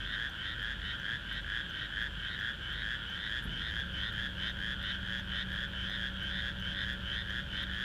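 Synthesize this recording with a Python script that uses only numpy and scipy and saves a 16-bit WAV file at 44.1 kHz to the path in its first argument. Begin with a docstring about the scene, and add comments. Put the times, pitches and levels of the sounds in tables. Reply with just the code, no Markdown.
"""Three tree frogs take turns in quick rattling calls on a lake shore at night.
Each call is a train of pulses ringing the throat and vocal sac; it speeds up, swells and rises in
pitch as the throat tightens. Behind them are a distant chorus, a faint insect and the night air.
A parked car idles with its indicator ticking; the air-conditioning clutch engages, the engine sags
under the load and the cooling fan hums."""
import sys
import numpy as np
from scipy import signal
from scipy.fft import rfft, irfft
from scipy.io import wavfile

SR = 44100
rng = np.random.default_rng(int(sys.argv[2]) if len(sys.argv) > 2 else 0)


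def master_out(mix):
    """Clip the mix to full scale and print it as 16-bit PCM to the path in sys.argv[1]."""
    frames = np.transpose(np.atleast_2d(mix))
    ceiling = np.clip(frames, -1, 1)
    pcm = np.round(ceiling * 32767).astype(np.int16)
    wavfile.write(sys.argv[1], SR, pcm)


N = 345744
TIME = np.arange(N) / SR
CLUTCH_S = 3.435  # the air conditioning switches on
FIRST_TICK_S, BLINK_S = .292, .7003  # indicator onset and period

# calls of the nearest frog, which the deep frog answers: t/s, level/dB
NEAR_CALLS = [(-.34, -28), (.105, -27), (.562, -27), (.998, -27), (1.445, -26.5), (1.905, -26),
              (2.345, -27), (2.787, -26), (3.23, -28), (3.655, -29), (4.105, -29), (4.57, -28.5),
              (5.03, -28.5), (5.485, -29.5), (5.92, -29.5), (6.338, -29.5), (6.772, -29), (7.24, -29.5),
              (7.68, -29.5)]


def undb(db):
    """Logarithmic level: 20 dB is a factor of ten in amplitude."""
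    return 10 ** (np.asarray(db) / 20)


def level(x, db):
    """Normalisation to a given rms level."""
    return x * undb(db) / np.sqrt(np.mean(x ** 2))


def curves(rows, at=TIME):
    """Linear interpolation of each later column against the first."""
    knots, *columns = np.transpose(rows)
    return [np.interp(at, knots, column) for column in columns]


def add(out, start_s, sound):
    """Superposition: a short sound adds to the rest."""
    i = int(start_s * SR)
    a, b = max(i, 0), min(i + len(sound), len(out))
    if b > a:
        out[a:b] += sound[a - i:b - i]


def drift(rate_hz):
    """Slow random modulation with a spread near 1."""
    knots = rng.standard_normal(1024)
    return np.interp(TIME * rate_hz, np.arange(len(knots)), knots)


def noise(spectrum, db):
    """Spectral shaping of white noise, brought to an rms level."""
    hz, gain_db = np.transpose(spectrum)
    f = np.arange(N // 2 + 1) * SR / N
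    gain = undb(np.interp(np.log(f + 1), np.log(hz), gain_db))
    return level(irfft(rfft(rng.standard_normal(N)) * gain, N), db)


def night_air():
    """Broadband noise: a steady hiss, strongest near 2.4 kHz."""
    # spectrum of the air: f/Hz, relative level/dB
    spectrum = [(300, 3.5), (1000, -6.5), (2400, 11), (4200, 2.5), (6000, -7.5), (7400, -9), (8300, -15),
                (10500, -13.5), (12500, -25), (15500, -32.5)]
    return noise(spectrum, db=-58)


def insect(hz=7450, db=-82):
    """Narrow-band noise: a thin insect buzz that flickers and fades out midway."""
    buzz = signal.lfilter(*signal.iirpeak(hz, Q=25, fs=SR), rng.standard_normal(N))
    return level(buzz * undb(3 * drift(9)), db) * np.interp(TIME, [3.3, 3.7], [1, 0])


def settle(lag_s):
    """First-order step response: 0 until the clutch engages, then easing towards 1."""
    return 1 - np.exp(-np.maximum(TIME - CLUTCH_S, 0) / lag_s)


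def engine(idle_hz=23.85, loaded_hz=21.53, idle_db=-53, loaded_db=-46):
    """Harmonics of the crank rate over rumble: load slows the crank and strengthens the orders."""
    # engine orders: multiple of the crank rate, relative level/dB
    orders = [(1, -14.5), (3, -2), (4, -9.5), (5, -8), (6, -22), (7, -19), (14, -27)]
    # spectrum of the rumble: f/Hz, relative level/dB
    rumble_spectrum = [(20, -27), (33, -17), (50, -4), (75, 0.5), (120, -4.5), (190, -4.5), (260, -15),
                       (305, -13), (400, -20), (560, -18.5), (770, -26), (930, -21), (1200, -29),
                       (3000, -49)]
    load, sag = settle(lag_s=.12), settle(lag_s=.33)
    crank_hz = idle_hz + (loaded_hz - idle_hz) * sag
    angle = 2 * np.pi * np.cumsum(crank_hz * (1 + .004 * drift(6))) / SR
    drone = sum(undb(db + 1.2 * drift(7)) * np.sin(k * angle + 2 * np.pi * rng.random())
                for k, db in orders)
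    # until the crank slows, the exhaust boom surges 0.43 s after each tick
    surge = 1 + .68 * (1 - sag) * np.cos(2 * np.pi * (TIME - FIRST_TICK_S - .43) / BLINK_S)
    boom = undb(-50.5) * surge * np.sin(2 * angle)  # two firings a turn
    tones = undb(idle_db + (loaded_db - idle_db) * load) * drone + boom
    rumble = noise(rumble_spectrum, db=-48.5) * undb(load)  # 1 dB more under load
    return np.sqrt(2) * tones + rumble


def fan(blade_hz=188.2, db=-50):
    """Blade-passing tone and its third harmonic: the cooling fan spins up with the clutch."""
    hz = blade_hz * settle(lag_s=.14) * (1 + .005 * drift(14))
    phase = 2 * np.pi * np.cumsum(hz) / SR
    hum = undb(1.2 * drift(8)) * np.sin(phase) + undb(-14 + 2.5 * drift(10)) * np.sin(3 * phase)
    swell = settle(lag_s=.18) ** 2  # the level grows more slowly than the pitch
    return np.sqrt(2) * undb(db) * swell * hum


def knock(hz, width_hz, t60, db):
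    """Transient excitation: a decaying noise burst passes twice through a resonance; db is the peak."""
    t = np.arange(SR // 2) / SR
    burst = rng.standard_normal(len(t)) * np.exp(-np.log(1000) * t / t60) * np.minimum(t / .005, 1)
    band = signal.iirpeak(hz, hz / width_hz, fs=SR)
    ring = signal.lfilter(*band, signal.lfilter(*band, burst))
    return undb(db) * ring / np.abs(ring).max()


def indicator(tock_delay_s=.33):
    """Impact sound of a relay: a tick of three resonances, then a broadband tock."""
    out = np.zeros(N)
    for s in np.arange(FIRST_TICK_S, TIME[-1], BLINK_S):
        tick = knock(6020, 500, .03, -56) + knock(12100, 1100, .03, -62) + knock(750, 600, .03, -50)
        add(out, s, tick)
        add(out, s + tock_delay_s, knock(11000, 10000, t60=.055, db=-55))
    return out


def clutch():
    """Impact excitation: the compressor clutch snaps in with a thud and the car body shudders."""
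    snap = knock(11200, 600, t60=.08, db=-55) + knock(11000, 10000, t60=.08, db=-55)
    thud = knock(160, 160, t60=.56, db=-34)
    shudder = knock(49, 16, t60=.56, db=-40)
    out = np.zeros(N)
    add(out, CLUTCH_S, snap)
    add(out, CLUTCH_S + .015, thud + shudder)
    return out


def shore(x, wet_db, t60):
    """Reverberation: bank, trunks and water scatter a dull, exponentially decaying tail."""
    t = np.arange(SR // 2) / SR
    tail = rng.standard_normal(len(t)) * np.exp(-np.log(1000) * t / t60) * (t > .002)
    tail = signal.sosfilt(signal.butter(1, 8000, fs=SR, output="sos"), tail / np.linalg.norm(tail))
    return x + undb(wet_db) * signal.fftconvolve(x, tail)[:N]


def call(voice, length_s, pitch, pace, scatter_db=1.1, jitter=.015, waver=.008):
    """Source and filter: accelerating pulses each ring the throat and vocal sac for a few ms."""
    # course of a call: fraction of its length, pulse rate/Hz at pace 1, relative level/dB
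    course = [(0, 44, -7), (.14, 71, -3.5), (.27, 95, -2), (.38, 107, -1), (.6, 116, 0), (.8, 130, 0),
              (.91, 152, -2.5), (1, 160, -13)]
    t = np.arange(int(length_s * SR)) / SR
    rate, effort_db = curves(course, t / length_s)
    cycles = np.cumsum(rate * pace) / SR
    chance = rng.standard_normal((48, 2 + len(voice)))[:int(cycles[-1]) + 1]  # one row a pulse
    starts = np.interp(np.arange(len(chance)), cycles, t)
    age = np.arange(320) / SR
    pulses = 0
    for k, (hz, width_hz, db, rise) in enumerate(voice):
        # each resonance climbs as the throat tightens
        tuned_hz = hz * pitch * (1 + rise * (starts / length_s - .6) + waver * chance[:, 2 + k])
        swell = np.pi * width_hz * age / 2
        envelope = (swell * np.exp(1 - swell)) ** 2
        pulses = pulses + undb(db) * envelope * np.sin(2 * np.pi * tuned_hz[:, None] * age)
    sizes = undb(np.interp(starts, t, effort_db) + scatter_db * chance[:, 0])
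    onsets = starts + jitter * chance[:, 1] / rate.mean()
    out = np.zeros(len(t) + len(age))
    for s, size, pulse in zip(onsets, sizes, pulses):
        add(out, s, size * pulse)
    return out


def far_chorus(count=14, period_s=.44, pitch_spread=.033):
    """Incoherent sum of far frogs, each with its own pitch and timing; distance takes their treble."""
    # resonances: f/Hz, width/Hz, level/dB, fractional rise over a call
    voice = [(1592, 432, -3.5, .064), (3250, 665, -3, .075)]
    out = np.zeros(N)
    for k, detune in enumerate(rng.permutation(np.linspace(-1, 1, count))):
        for n, (late, loud, tempo) in enumerate(rng.standard_normal((22, 3))):
            rattle = call(voice, length_s=.18, pitch=1 + pitch_spread * detune, pace=1 + .08 * tempo)
            add(out, (n - 1 + k / count) * period_s + .02 * late, undb(1.5 * loud) * rattle)
    return level(shore(out, wet_db=-6, t60=.56), db=-44)


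def frog(voice, calls, length_s, pace):
    """Superposition of one frog's calls, all of one length."""
    out = np.zeros(N)
    for start, db, *pitch in calls:
        add(out, start, undb(db) * call(voice, length_s, pitch[0] if pitch else 1, pace))
    return out


def deep_frog(delay_s=.247, db=-34.5):
    """Antiphony: the deep frog answers a fixed time after each call of the nearest one begins."""
    # throat and sac resonances: f/Hz, width/Hz, level/dB, fractional rise over a call
    voice = [(1607, 370, -4.5, 0.068), (3148, 377, -1, 0.12), (2440, 760, -11, 0.45), (5100, 3300, -14, 0),
             (10500, 3000, -29.5, .063)]
    answers = [(start + delay_s, db) for start, _ in NEAR_CALLS]
    return shore(frog(voice, answers, length_s=.16, pace=1.15), wet_db=-4.5, t60=.049)


def shrill_frog():
    """Higher resonances give a shriller timbre; this frog keeps its own time."""
    # throat and sac resonances: f/Hz, width/Hz, level/dB, fractional rise over a call
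    voice = [(1814, 570, 1.5, 0.045), (3583, 470, .5, 0.082), (4097, 310, -16.5, 0.019),
             (5210, 520, -24, 0.062), (6550, 1700, -28, 0), (9800, 2600, -28.5, 0)]
    # calls: t/s, level/dB, pitch factor
    calls = [(.03, -34, 0.99), (.412, -34, 0.99), (.798, -35.5, 1.01), (1.27, -36.5, 1.01),
             (1.738, -36.5, 1.01), (2.23, -36.5, 1.02), (2.703, -37, 1.02), (3.157, -35.5, 1),
             (3.575, -34.5, 0.98), (3.97, -34, 0.97), (4.38, -33.5, 0.97), (4.795, -35.5, 1),
             (5.302, -34.5, 0.987), (5.842, -33.5, .97), (6.28, -34, 0.97), (6.715, -34, .97),
             (7.097, -33, 0.96), (7.513, -35, 0.98)]
    return shore(frog(voice, calls, length_s=.135, pace=.93), wet_db=-5.5, t60=.03)


def near_frog():
    """Direct sound dominates: the nearest frog is the loudest and least reverberant."""
    # throat and sac resonances: f/Hz, width/Hz, level/dB, fractional rise over a call
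    voice = [(1688, 412, -2, 0.021), (2770, 660, -16.5, 0.029), (3283, 420, -5, 0.12), (5060, 1560, -21, 0),
             (6500, 1770, -24.5, 0.047), (10270, 2500, -30.5, 0.068), (13500, 3000, -36, 0)]
    return shore(frog(voice, NEAR_CALLS, length_s=.18, pace=.99), wet_db=-8, t60=.11)


def facing(x, corner_hz=2500):
    """Directivity: the close frogs brighten as the microphone turns towards the water."""
    # gain of the treble shelf: t/s, level/dB
    treble = [(0, -3), (2.9, -4), (3.5, 0.5), (5, 0.5), (7.84, 0.5)]
    bass = signal.sosfiltfilt(signal.butter(2, corner_hz, fs=SR, output="sos"), x)
    return bass + undb(curves(treble)[0]) * (x - bass)


def scene():
    """Superposition of frogs, car, insect and air in one channel."""
    frogs = facing(near_frog() + shrill_frog() + deep_frog()) + far_chorus()
    car = engine() + fan() + indicator() + clutch()
    return (frogs + car + insect() + night_air())[None]


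def record(dry):
    """Band limiting: a steep low-pass cuts the treble above 15.35 kHz."""
    return signal.sosfilt(signal.ellip(10, .2, 70, 15350, fs=SR, output="sos"), dry)


dry = scene()
out = record(dry)
master_out(out)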